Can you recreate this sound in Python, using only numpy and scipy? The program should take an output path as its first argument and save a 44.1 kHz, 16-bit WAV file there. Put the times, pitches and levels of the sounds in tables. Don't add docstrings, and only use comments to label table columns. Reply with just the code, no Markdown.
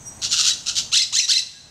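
import sys
import numpy as np
from scipy import signal
from scipy.fft import rfft, irfft, next_fast_len
from scipy.io import wavfile
from scipy.ndimage import uniform_filter1d, map_coordinates

SR = 44100
rng = np.random.default_rng(int(sys.argv[2]) if len(sys.argv) > 2 else 0)


def dump(signal):
    limited = np.clip(np.atleast_2d(signal).T, -1, 1)
    pcm = np.round(limited * 32767).astype(np.int16)
    wavfile.write(sys.argv[1], SR, pcm)


N = 74970

# start/s, length/s, level/dB, first pitch/Hz, last pitch/Hz, noise share/0-1
RASP_CALLS = [(0.217, 0.048, -21.5, 1490, 1462, 0.83), (0.307, 0.042, -16, 1435, 1492, 0.66),
              (0.364, 0.053, -16.5, 1493, 1342, 0.62), (.428, .076, -15, 1250, 1600, 0.8),
              (0.66, 0.045, -21, 1359, 1395, 0.43), (0.753, 0.045, -18.5, 1453, 1480, 0.97)]
# f/Hz, relative level/dB
RASP_TRACT = [(500, -45), (950, -24.5), (1350, -15), (1800, -18), (2250, -19), (2800, -4.5), (3400, -2.5),
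              (4000, 1.5), (4800, -0.5), (6000, 1), (7200, -4), (8500, -13.5), (10800, -28), (13000, -30),
              (15500, -44)]
# t/s, f/Hz
SQUAWK_PITCH = [
    [(.495, 2000), (.53, 1950)],
    [(.917, 750), (.932, 1342), (.944, 1421), (.95, 1955), (.958, 1521), (.963, 2065), (.971, 2016),
     (.977, 2882), (.982, 1989), (.992, 1649), (.998, 2128), (1.018, 2008), (1.022, 2630), (1.03, 2548),
     (1.036, 1948)],
    [(1.125, 850), (1.137, 1252), (1.148, 1352), (1.154, 1676), (1.16, 1481), (1.167, 1864), (1.172, 1710),
     (1.177, 2125), (1.196, 1950), (1.2, 2770), (1.218, 2543), (1.224, 1991), (1.256, 1907)],
    [(1.28, 801.6), (1.291, 1386), (1.305, 1582), (1.311, 1877), (1.318, 1510), (1.322, 2117),
     (1.331, 1980), (1.335, 2920), (1.34, 1976), (1.352, 1790), (1.358, 2062), (1.378, 2014), (1.381, 2742),
     (1.388, 2613), (1.393, 1997), (1.41, 1960)],
]
# t/s, level/dB, beak resonance/Hz
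SQUAWK_EFFORT = [
    [(.495, -48, 4030), (.508, -20, 3950), (.53, -25, 4100)],
    [(.917, -33.5, 3000), (.932, -17, 2760), (.954, -15, 3560), (.98, -13.5, 4190), (.985, -17, 3300),
     (1.02, -17, 4120), (1.035, -19.5, 4330), (1.05, -27, 4100)],
    [(1.126, -27, 6950), (1.14, -21.5, 7170), (1.168, -16, 7400), (1.18, -20.5, 6400), (1.192, -13, 5870),
     (1.199, -18, 5900), (1.225, -24, 5600), (1.257, -23.5, 5200)],
    [(1.279, -25.5, 6600), (1.297, -14.5, 4260), (1.324, -16, 4200), (1.35, -21.5, 4540),
     (1.372, -16, 4400), (1.397, -21.5, 4870), (1.41, -25, 4200)],
]
SQUAWK_HOARSENESS = [(0, .17), (.15, .12), (.3, .24), (.5, .15), (.7, .09), (1, .16)]
# f/Hz, relative level/dB
SQUAWK_TRACT = [(500, -40), (900, -20.5), (1300, -13.5), (1650, -20.5), (2100, -13.5), (2350, -14),
                (2750, -7), (3500, -6), (4050, 1), (4700, -3), (6000, -2), (7700, -8.5), (8800, -18),
                (10800, -24), (13500, -33), (15500, -44)]
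# f/Hz, level/dB
WHISTLE_PARTIALS = [(5730, -33.5), (8070, -39), (11420, -57), (13900, -74)]
# middle/s, length/s, f/Hz, glide/(Hz/s), level/dB
CHIRP_NOTES = [(0.21, 0.023, 4150, -45000, -50), (0.304, 0.02, 7030, 0, -29), (0.907, 0.058, 6230, -2, -41),
               (1.567, 0.051, 1640, -13.5, -57.5)]
# f/Hz, t60/s
TREE_DECAY = [(1000, 2.1), (2800, 1.27), (3600, 1.02), (4050, 1.52), (4500, 0.95), (7000, 1.31),
              (12000, 1.5)]
# f/Hz, relative level/dB
TWITTER_SPECTRUM = [(4800, -56), (5900, 5), (6800, 2), (7600, -11), (8100, 5), (8600, -25)]
# f/Hz, relative level/dB
RUMBLE_SPECTRUM = [(25, -11), (55, -4), (100, 0.5), (200, -5), (400, -14), (800, -12), (1500, -19.5),
                   (3000, -24), (6000, -26), (10000, -35), (15500, -49)]
# t/s, level/dB
RUMBLE_LEVEL = [(0.0, -48), (0.208, -45), (0.568, -49), (0.956, -48), (0.984, -53.5), (1.7, -54.5)]

RASP_START_DB, RASP_SWELL_SHARE, RASP_ATTACK_S, RASP_RELEASE_S = -8.5, 0.58, .012, 0.02
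RATTLE_HZ, RATTLE_JITTER, RATTLE_DEPTH_DB, RATTLE_EASE = 160, .06, 14, .8
RASP_WAVER, SQUAWK_WAVER, WAVER_HZ = .07, 0.0473, 451.7
SHIMMER_DB, SHIMMER_HZ, HARMONIC_DB, HARMONIC_HZ = 1.5, 306.2, 3, 140.55
BEAK_DB, BEAK_WIDTH_HZ, TONE_ROLLOFF_HZ = 8, 520, 8200
RASP_HISS_LOW_HZ, SQUAWK_HISS_LOW_HZ = 1056, 1800
WHISTLE_PEAK_S, WHISTLE_RISE_S, WHISTLE_FALL_S, WHISTLE_WAVER = 0.084, 0.018, 0.0099, 0.0055
GROUND_DB, GROUND_T60_S, TREES_DB, ECHO_DELAY_S = -8, 0.3, -16, 0.0028
TWITTER_DB, TWITTER_FADE_DB_PER_S, RUMBLE_SWAY_DB = -46, 12.5, 1.3
TOP_HZ = 15750


def rasps():
    out = np.zeros(N)
    for start, length, db, first_hz, last_hz, rough in RASP_CALLS:
        t = clock() - start
        effort = np.clip(t / (length * RASP_SWELL_SHARE), 0, 1)
        attack = np.clip(t / RASP_ATTACK_S + .5, 0, 1)
        release = np.exp(-np.maximum(t - length + RASP_RELEASE_S / 2, 0) / RASP_RELEASE_S)
        level = attack * amp(db + RASP_START_DB * (1 - effort)) * release
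        cycle = np.cumsum((t > 0) * RATTLE_HZ * (1 + RATTLE_JITTER * wobble(RATTLE_HZ))) / SR % 1
        depth_db = RATTLE_DEPTH_DB * (1 - RATTLE_EASE * effort)
        rattle = amp(-depth_db / 2 * (np.cos(2 * np.pi * cycle) + 0.12))
        pitch = np.interp(t, [0, length], [first_hz, last_hz]) * (1 + RASP_WAVER * wobble(WAVER_HZ))
        out += syrinx(pitch, rough, level * rattle, RASP_TRACT, RASP_HISS_LOW_HZ)
    return out


def squawks():
    out = np.zeros(N)
    for notes, effort in zip(SQUAWK_PITCH, SQUAWK_EFFORT):
        times, db, beak_hz = np.transpose(effort)
        progress = (clock() - times[0]) / (times[-1] - times[0])
        rough = np.interp(progress, *np.transpose(SQUAWK_HOARSENESS))
        pitch = curve(notes) * (1 + SQUAWK_WAVER * np.sqrt(rough) * wobble(WAVER_HZ))
        level = amp(np.interp(clock(), times, db, left=-np.inf, right=-np.inf))
        level = uniform_filter1d(level, size=100)
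        beak = np.interp(clock(), times, beak_hz)
        out += syrinx(pitch, rough, level, SQUAWK_TRACT, SQUAWK_HISS_LOW_HZ, beak)
    return out


def syrinx(pitch, rough, level, tract, hiss_low_hz, beak_hz=0):
    throat = lambda hz: amp(along(tract, np.abs(hz)))
    phase = 2 * np.pi * np.cumsum(pitch) / SR
    harmonics = np.arange(1, 13)[:, None]
    freqs = harmonics * pitch
    beak = amp(BEAK_DB * np.exp(-((freqs - beak_hz) / BEAK_WIDTH_HZ) ** 2 / 2))
    gains = beak * (freqs < TOP_HZ) / np.sqrt(1 + (freqs / TONE_ROLLOFF_HZ) ** 4)
    gains *= amp(HARMONIC_DB * np.array([wobble(HARMONIC_HZ) for _ in harmonics]))
    tone = (gains * np.sin(harmonics * phase)).sum(0)
    chopped = rng.standard_normal(N) * (1 + .5 * np.cos(phase))
    air = filtered(chopped, lambda hz: 1 - 1 / (1 + (hz / hiss_low_hz) ** 6))
    tone /= np.sqrt(((gains * throat(freqs)) ** 2).sum(0) / 2 + 1e-9)
    air /= filtered(air, throat).std()
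    voice = np.sqrt(1 - rough) * tone + np.sqrt(rough) * air
    shimmer = unit(amp(SHIMMER_DB * wobble(SHIMMER_HZ)))
    return filtered(level * voice * shimmer, throat)


def whistle():
    t = clock() - WHISTLE_PEAK_S
    swell = np.exp(-(t / np.where(t < 0, WHISTLE_RISE_S, WHISTLE_FALL_S)) ** 2 / 2)
    out = np.zeros(N)
    for hz, db in WHISTLE_PARTIALS:
        pitch = hz * (1 + WHISTLE_WAVER * wobble(rate=302))
        out += amp(db) * np.sqrt(2) * np.sin(2 * np.pi * np.cumsum(pitch) / SR)
    return swell * out


def chirps():
    out = np.zeros(N)
    for middle, length, hz, glide, db in CHIRP_NOTES:
        t = clock() - middle
        swell = np.exp(-(2 * t / length) ** 2)
        out += amp(db) * np.sqrt(2) * swell * np.sin(2 * np.pi * (hz + glide * t / 2) * t)
    return out


def echo(x, t60s):
    hz, t, spectra = signal.stft(rng.standard_normal(SR), SR, nperseg=256)
    decay = amp(-60 * t / along(t60s, hz)[:, None])
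    _, tail = signal.istft(spectra * decay, SR, nperseg=256)
    tail *= np.clip(np.arange(len(tail)) / SR / ECHO_DELAY_S - 1, 0, 1)
    return signal.fftconvolve(x, tail / np.linalg.norm(tail))[:N]


def twitter():
    return noise(TWITTER_SPECTRUM) * amp(TWITTER_DB - TWITTER_FADE_DB_PER_S * clock())


def rumble():
    return noise(RUMBLE_SPECTRUM) * amp(curve(RUMBLE_LEVEL) + RUMBLE_SWAY_DB * wobble(rate=10.5))


def amp(db):
    return 10 ** (np.asarray(db) / 20)


def unit(x):
    return x / np.sqrt(np.mean(x ** 2) + 1e-20)


def along(points, hz):
    freqs, values = np.transpose(points)
    return np.interp(np.log(hz + 1), np.log(freqs + 1), values)


def clock():
    return np.arange(N) / SR


def curve(points):
    return np.interp(clock(), *np.transpose(points))


def wobble(rate):
    return map_coordinates(rng.standard_normal(N // 4), [clock() * rate], mode="wrap")


def filtered(x, response):
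    size = next_fast_len(N + SR // 2)
    return irfft(rfft(x, size) * response(np.fft.rfftfreq(size, 1 / SR)), size)[:N]


def noise(spectrum):
    return unit(filtered(rng.standard_normal(N), lambda hz: amp(along(spectrum, hz))))


def scene():
    near_bird = rasps() + squawks()
    small_birds = whistle() + chirps()
    ground = amp(GROUND_DB) * echo(near_bird, [(1000, GROUND_T60_S)])
    trees = echo(amp(TREES_DB) * near_bird + amp(-3) * small_birds, TREE_DECAY)
    return (near_bird + small_birds + ground + trees + rumble() + twitter())[None]


def record(dry):
    return filtered(dry[0], lambda hz: hz < TOP_HZ)[None]


dry = scene()
out = record(dry)
dump(out)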